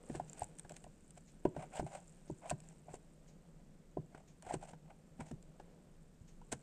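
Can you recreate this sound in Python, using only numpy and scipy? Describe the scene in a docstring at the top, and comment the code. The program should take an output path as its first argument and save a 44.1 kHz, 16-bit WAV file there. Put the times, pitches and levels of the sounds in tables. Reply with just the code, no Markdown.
"""Thick whipped cream is pushed from a plastic bowl with a silicone spatula and drops into a cake pan.
Close to the microphone, wet smacks and ringing air pockets are pulses over soft resonant pan thumps.
Folding cream squeezes out air as filtered noise and clicks; bubbles and foam are short high rings and crackle.
The spatula rubs and the bowl knocks softly. Behind, a small kitchen hums and rumbles in shaped noise,
and something ticks faintly once a second, like a wall clock."""
import sys
import numpy as np
from scipy import signal
from scipy.io import wavfile

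SR = 44100
rng = np.random.default_rng(int(sys.argv[2]) if len(sys.argv) > 2 else 0)


def put_to_file(sound):
    """Save the sound as 16-bit audio at rate SR, in the file named by the first command-line argument."""
    columns = np.atleast_2d(sound).T  # one column per channel
    safe = np.clip(columns, -1, 1)
    whole_steps = np.round(safe * 32767)
    wavfile.write(sys.argv[1], SR, whole_steps.astype(np.int16))


N = 291942

# spectrum of wet hiss from tearing films: f/Hz, level/dB
WET_HISS = [(300, -46), (900, -1), (1200, -8), (1550, 3.5), (2000, -4), (2550, 1), (3400, -5), (4800, -5.5),
            (6300, -2.5), (7500, 5.5), (8700, 4), (9600, -7), (10600, -20.5), (15000, -27.5)]
# spectrum of wet surfaces meeting: f/Hz, level/dB
WET_SMACK = [(200, 11), (900, 4.5), (1200, -8.5), (1520, 3), (2000, -8.5), (2600, -11), (4000, -19.5),
             (8500, -17.5), (11000, -38.5)]


def amp(db):
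    """Decibels to gain."""
    return 10 ** (np.asarray(db) / 20)


def unit(x):
    """Scales to an rms of one."""
    return x / np.sqrt(np.mean(x ** 2) + 1e-20)


def read(points, hz):
    """Reads a table of (f/Hz, value) on a log-frequency axis."""
    f, value = np.transpose(points)
    return np.interp(np.log(hz + 1), np.log(f), value)


def follow(curve):
    """Turns a table of (t/s, level/dB) into a gain for every sample."""
    return amp(np.interp(np.arange(N) / SR, *np.transpose(curve)))


def add(mix, s, sound):
    """Mixes a sound in at a time in seconds."""
    part = mix[max(round(s * SR), 0):][:len(sound)]
    part += sound[:len(part)]


def colour(x, points):
    """Causal, minimum-phase filter with the given spectrum."""
    size = 8192
    log_gain = np.log(amp(read(points, abs(np.fft.fftfreq(size, 1 / SR)))))
    # the Hilbert transform of the log gain supplies the phase
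    spectrum = np.exp(np.conj(signal.hilbert(log_gain)))
    taps = np.fft.ifft(spectrum).real[:size // 2]
    return signal.oaconvolve(x, taps)[:len(x)]


def resonate(x, hz, width_hz):
    """One resonance with a gain of one at its peak."""
    return signal.lfilter(*signal.iirpeak(hz, hz / width_hz, SR), x)


def resonate_twice(x, hz, width_hz):
    """The same resonance in two passes, for steeper skirts."""
    return resonate(resonate(x, hz, width_hz), hz, width_hz)


def swing(t, hz, rise):
    """A softly pushed vibration: it swells for the rise time and dies away."""
    envelope = (t / rise * np.exp(1 - t / rise)) ** 2
    return envelope * np.sin(2 * np.pi * hz * t)


def crackle(per_s, spread_db):
    """Random clicks, a few much larger than the rest."""
    size = amp(spread_db * np.minimum(rng.exponential(1, N), 4))
    signed = size * rng.choice([-1, 1], N)
    return unit(signed * (rng.random(N) < per_s / SR))


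def pings(pitches, per_s, cycles):
    """Random small bubbles, each ringing for a few cycles at one of the pitches."""
    t = np.arange(SR // 50) / SR
    total = np.zeros(N)
    for hz in pitches:
        ring = swing(t, hz, cycles / hz)
        total += signal.oaconvolve(crackle(per_s, spread_db=2.5), ring)[:N]
    return unit(total)


def plops():
    """A wet smack, then the trapped air rings for a few cycles; the weight of the dollop moves the pan."""
    # dollops landing and pockets popping, relative levels:
    # t/s, pop level/dB, pocket pitch f/Hz, pan thump level/dB, wet smack level/dB
    landings = [(0.098, -36, 274, -48, -47.5), (0.1493, -37.5, 320, -47.5, -41),
                (0.197, -29.5, 728, -49.5, -47.5), (0.418, -28.5, 776, -63, -45.5),
                (0.648, -50, 784, -78, -51), (0.707, -47, 432, -58, -70), (0.842, -51, 730, -73, -54.5),
                (0.864, -49, 650, -64, -78), (1.4515, -20, 370, -41.5, -39), (1.5639, -40, 617, -46, -42),
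                (1.796, -30.5, 740, -45, -35.5), (1.825, -42, 335, -43, -74), (2.297, -36, 342, -44, -60),
                (2.511, -28, 674, -40.5, -36), (2.882, -47, 670, -56, -67), (2.938, -38.5, 435, -63, -49),
                (3.969, -29.5, 407, -42, -57.5), (4.148, -54, 716, -75, -46.5), (4.467, -48, 664, -66, -47),
                (4.507, -29.5, 740, -56, -58), (4.5394, -31, 396, -44, -39.5),
                (4.733, -49, 846, -75, -49.5), (5.192, -42, 232, -49.5, -57), (5.204, -51, 427, -54, -44.5),
                (5.311, -40, 258, -45, -51), (5.598, -44.5, 760, -63, -48), (6.415, -51.5, 974, -74, -56),
                (6.528, -34.5, 754, -53.5, -37)]
    # partials of an air pocket: multiple of its pitch, level/dB
    pocket_partials = [(1.002, 2.5), (1.62, -3), (2.62, -9)]
    # spectrum of the pocket rings, fullest below 1 kHz, falling steeply above: f/Hz, level/dB
    pop_spectrum = [(30, 11), (380, 0.5), (490, -6), (600, 1), (800, -0.5), (1030, -2), (1200, -62),
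                    (1550, -32), (2000, -29), (5000, -42), (16000, -66)]
    # resonances of the loaded pan: f/Hz, level/dB, time to full swing/s
    pan_modes = [(74.3, -2, 0.0092), (115.1, -4, 0.015), (150.2, 3, 0.015), (208.5, -3.5, 0.0088),
                 (308, 0.5, 0.0047), (378.8, -13, 0.017)]
    # a pocket of this pitch takes swing_s to full swing; higher ones get there sooner by the power
    pocket_hz, swing_s, swing_power = 402, 0.0027, 0.46

    t = np.arange(SR // 5) / SR
    pops, thumps, smacks = np.zeros((3, N))
    thump = sum(amp(db) * swing(t, hz, rise) for hz, db, rise in pan_modes)
    for s, pop_db, hz, thump_db, smack_db in landings:
        rise = swing_s * (pocket_hz / hz) ** swing_power
        pop = sum(amp(db) * swing(t, hz * k, rise) for k, db in pocket_partials)
        smack = unit(colour(rng.standard_normal(len(t)), WET_SMACK)) * np.exp(-t / 0.0065)
        add(pops, s, amp(pop_db) * pop)
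        add(thumps, s + 0.0034, amp(thump_db) * thump)  # the pan answers 3.4 ms later
        add(smacks, s, amp(smack_db) * smack)
    return echoed(amp(-2.0) * colour(pops, pop_spectrum) + smacks) + amp(-0.5) * thumps


def airflow(swell):
    """Air from one fold: it builds as the cream presses, comes to a sharp peak, then dies as the fold closes."""
    swell_db, close_db = 22, 22
    close = 0.011 + 0.48 * swell  # closing time in s, longer after a longer swell
    open_s, roundness = 0.0058, 1.01  # time to crack open; shape of the peak (1 = pointed)
    t = np.arange(0, swell + 2 * close, 1 / SR)
    building = swell_db * abs(1 - t / swell) ** roundness
    closing = close_db * abs((t - swell) / close) ** roundness
    drop = np.where(t < swell, building, closing)
    return amp(-drop) * np.minimum(t / open_s, 1)


def squelches():
    """Escaping air swells, tears wet films and blows across the gap until the fold closes."""
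    # air squeezed from between folds: t/s of strongest flow, swell/s, hollow tone level/dB, wet hiss level/dB
    folds = [(0.158, 0.029, -47, -51), (0.403, 0.14, -59.5, -59), (0.71, 0.018, -48, -55),
             (0.772, 0.035, -64, -59.5), (1.174, 0.018, -58, -62), (1.626, 0.085, -49.5, -64.5),
             (1.727, 0.019, -50, -69), (1.775, 0.059, -40.5, -46.5), (1.866, .006, -56, -71),
             (1.956, 0.13, -51.5, -61), (2.464, 0.055, -49, -68.5), (2.497, 0.043, -52.5, -54.5),
             (2.702, 0.14, -68, -66), (2.894, 0.042, -58.5, -81), (2.943, 0.068, -61.5, -64),
             (4.184, 0.1, -62, -75), (4.43, .01, -56, -69), (4.508, 0.076, -42, -50.5),
             (4.538, 0.018, -37, -44.5), (4.64, 0.051, -54.5, -63), (4.694, 0.074, -59, -62.5),
             (4.906, 0.079, -59, -80), (5.209, .022, -49, -65.5), (5.273, 0.14, -64, -68),
             (6.526, 0.012, -43, -38.5)]
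    # the gap between folds rings hollow: f/Hz, half the width of each filter pass/Hz, level/dB
    gap_modes = [(653, 115, 6.5), (754, 70, 4), (877, 46, -8.5), (1553, 135, -7), (2070, 340, -10.5),
                 (2250, 250, -41.5)]
    gurgle_db, bubbling_db = -8, -13.5  # small pockets and bubbles, against the flow

    t = np.arange(N) / SR
    blow, tear = np.zeros((2, N))
    for peak, swell, hollow_db, hiss_db in folds:
        flow = airflow(swell)
        add(blow, peak - swell, amp(hollow_db) * flow)
        add(tear, peak - swell, amp(hiss_db) * flow)

    # the sticky film gives way in little spurts, each sudden and then fading
    fade = np.exp(-t[:SR // 20] / 0.0051)
    slips = signal.oaconvolve(abs(crackle(per_s=200, spread_db=3)), fade)[:N]
    spurts = unit(0.3 + unit(slips))
    air = spurts * rng.standard_normal(N)
    hollow = unit(sum(amp(db) * resonate_twice(air, hz, 2 * width) for hz, width, db in gap_modes))
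    tearing = crackle(per_s=6000, spread_db=1) + 0.4 * rng.standard_normal(N)
    films = unit(colour(spurts * tearing, WET_HISS))

    # where air and wet film meet, small bubbles form and break
    bubbling = pings(np.arange(1500, 3200, 140), per_s=35, cycles=2)
    gurgle = pings(np.arange(620, 900, 40), per_s=20, cycles=2)
    blown = blow * (hollow + amp(gurgle_db) * gurgle)
    return blown + tear * films + amp(bubbling_db) * np.sqrt(blow * tear) * bubbling


def bubbles():
    """Each bursting film gives a broad snap and a very short, rough ring that rises as the hole opens."""
    # larger bubbles bursting: t/s, relative level/dB, nominal ring f/Hz, snap level/dB against the ring
    bursts = [(0.2964, -35.5, 7300, -31), (0.3306, -38.5, 7400, -6), (0.3945, -31, 8520, -27),
              (0.4324, -35.5, 8050, -13), (0.442, -33, 7800, -28), (0.5856, -38, 8620, -8.5),
              (0.595, -31.5, 8400, -11.5), (0.694, -38.5, 7700, -6), (0.7198, -38, 7660, -23),
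              (0.7646, -47, 6560, 4), (0.84, -49, 8000, 1), (1.106, -45.5, 8700, -7.5),
              (2.0786, -45, 7300, -27), (2.4963, -37.5, 8390, 3), (2.5023, -36.5, 8300, 5.5),
              (2.602, -45.5, 7800, -5.5), (2.687, -42, 7430, -13), (2.934, -44.5, 7470, -26),
              (2.955, -46, 7500, -10), (4.423, -48.5, 9100, 2), (4.5396, -42.5, 7300, 6.5),
              (5.313, -48, 7260, -3), (5.425, -59, 8900, 5), (6.5252, -25, 7470, -7)]

    t = np.arange(SR // 40) / SR
    rings, snaps = np.zeros((2, N))
    for s, db, hz, snap_db in bursts:
        turns = np.cumsum(hz * (1 + 0.023 * (0.5 - np.exp(-t / 0.0013)))) / SR
        roughness = unit(resonate_twice(rng.standard_normal(len(t)), hz, 2900))
        ring = np.sin(2 * np.pi * turns) + 0.28 * roughness
        ring_envelope = (1 - np.exp(-t / 0.00047)) * np.exp(-t / 0.0011)
        add(rings, s + 0.00044, amp(db) * ring * ring_envelope)
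        snap_envelope = (1 - np.exp(-t / 0.00051)) * np.exp(-t / 0.0019)
        snap = rng.standard_normal(len(t)) * snap_envelope
        add(snaps, s + 0.00052, amp(db + snap_db) * snap)
    return amp(-0.5) * rings + amp(3.5) * colour(snaps, WET_HISS)


def foam():
    """Countless tiny bubbles break as the cream stretches, each with its own brief ping; a few larger ones smack."""
    # foam crackling as it stretches: t/s, relative level/dB
    stretching = [(0.0, -85), (0.11, -66), (0.28, -76), (0.51, -76.5), (1.53, -82.5), (1.9, -73.5),
                  (3.87, -91.5), (4.39, -86.5), (4.57, -81), (4.77, -90), (6.38, -87.5), (6.62, -77.5)]

    tiny = pings(np.arange(7200, 9000, 200), per_s=9, cycles=3)
    fizz = unit(colour(crackle(per_s=1600, spread_db=1.0), WET_HISS))
    smacks = unit(colour(crackle(per_s=60, spread_db=3), WET_SMACK))
    breaking = amp(-0.5) * tiny + amp(-1.5) * fizz + amp(-5.5) * smacks
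    return amp(1.5) * follow(stretching) * breaking


def spatula():
    """Soft, uneven rubbing through the cream in the bowl: random clicks dulled by the cream."""
    # strength of the rubbing: t/s, relative level/dB
    rubbing = [(0.0, -59.5), (1.22, -72.5), (1.68, -60), (2.06, -70.5), (2.49, -69.5), (2.93, -68),
               (4.48, -69.5), (4.59, -69), (4.92, -70), (5.73, -64), (6.09, -71), (6.62, -68.5)]
    # its dull spectrum: f/Hz, level/dB
    rub_spectrum = [(100, -33), (220, -0.5), (320, -1.5), (400, -3), (520, -2), (750, -10), (1100, -18.5),
                    (3000, -29), (12000, -47)]

    rub = unit(colour(crackle(per_s=900, spread_db=2), rub_spectrum))
    return amp(-2.5) * follow(rubbing) * rub


def bumps():
    """Soft, deep knocks as the heavy bowl shifts in the hand, each a short swing at a low pitch."""
    # knocks of the bowl: t/s, level/dB, f/Hz, time to full swing/s
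    knocks = [(0.423, -39.5, 75.6, 0.0027), (5.315, -54, 27.2, 0.03), (6.209, -48.5, 91, 0.0063)]

    t, out = np.arange(SR // 3) / SR, np.zeros(N)
    for s, db, hz, rise in knocks:
        add(out, s, amp(db) * swing(t, hz, rise))
    return out


def clock():
    """A faint, far tick each second: a noise burst with a softened onset and a smeared decay."""
    # f/Hz, level/dB
    tick_spectrum = [(1000, -17), (2000, -4.5), (5000, -8.5), (6800, 1.0), (8500, -12.5), (10500, -26)]
    t, out = np.arange(SR // 4) / SR, np.zeros(N)
    envelope = (1 - np.exp(-t / 0.0047)) * np.exp(-t / 0.027)
    for second in range(7):
        tick = unit(colour(rng.standard_normal(len(t)), tick_spectrum))
        add(out, second + 0.275, amp(-65.5) * tick * envelope)
    return out


def kitchen():
    """Steady room noise, a wavering low hum and a deep rumble, the last two from narrowly resonant noise."""
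    # spectrum of the room noise: f/Hz, level/dB
    room_noise = [(12, -41), (20, 11.5), (37, -4), (93, -10.5), (141, -15.5), (164, 1.5), (299, -16),
                  (516, -20.5), (846, -30.5), (1160, -30), (4240, -38.5), (6110, -37.5), (7520, -34.5),
                  (9020, -37.5), (10000, -47), (13000, -44.5), (22000, -120)]

    air = unit(colour(rng.standard_normal(N), room_noise))
    hum = unit(resonate_twice(rng.standard_normal(N), 154.4, 22))
    rumble = unit(resonate_twice(rng.standard_normal(N), 25, 4.2))
    return amp(-63) * air + amp(-66.5) * hum + amp(-70.5) * rumble


def echoed(x):
    """Adds the first echoes from the surfaces nearby as delayed, quieter copies."""
    # echoes from the pan wall, bowl and table: delay t/s, level/dB
    nearby = [(.0042, -33), (.0083, -14.5), (0.0143, -26.5), (.0185, -32)]

    out = x.copy()
    for delay, db in nearby:
        add(out, delay, amp(db) * x)
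    return out


def room(x):
    """Sparse reflections, each band dying at its own speed."""
    # time for the reflections to fall by 60 dB: f/Hz, t/s
    decay_times = [(100, 0.7), (500, 0.2), (2000, 0.22), (8000, 0.18)]

    taps = rng.choice([-1., 1.], SR // 2) * (rng.random(SR // 2) < 3000 / SR)
    taps[:round(0.008 * SR)] = 0  # no reflections in the first 8 ms
    hz, t, bands = signal.stft(taps, SR, nperseg=256)
    decay = amp(-60 * t / read(decay_times, hz)[:, None])
    tail = signal.istft(bands * decay, SR, nperseg=256)[1]
    return signal.fftconvolve(x, tail / np.linalg.norm(tail))[:N]


def scene():
    """The cream close by, the kitchen behind."""
    low = plops() + bumps() + spatula()
    wet = squelches() + bubbles() + foam()
    reflections = room(amp(-19.5) * low + amp(-26.5) * wet)
    return (low + wet + reflections + clock() + kitchen())[None]


def record(dry):
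    """The recorder's band limit: a low-pass at 15.5 kHz."""
    taps = signal.firwin(511, 15500, window=("kaiser", 9), fs=SR)
    return signal.oaconvolve(dry, taps[None], "same")


dry = scene()
out = record(dry)
put_to_file(out)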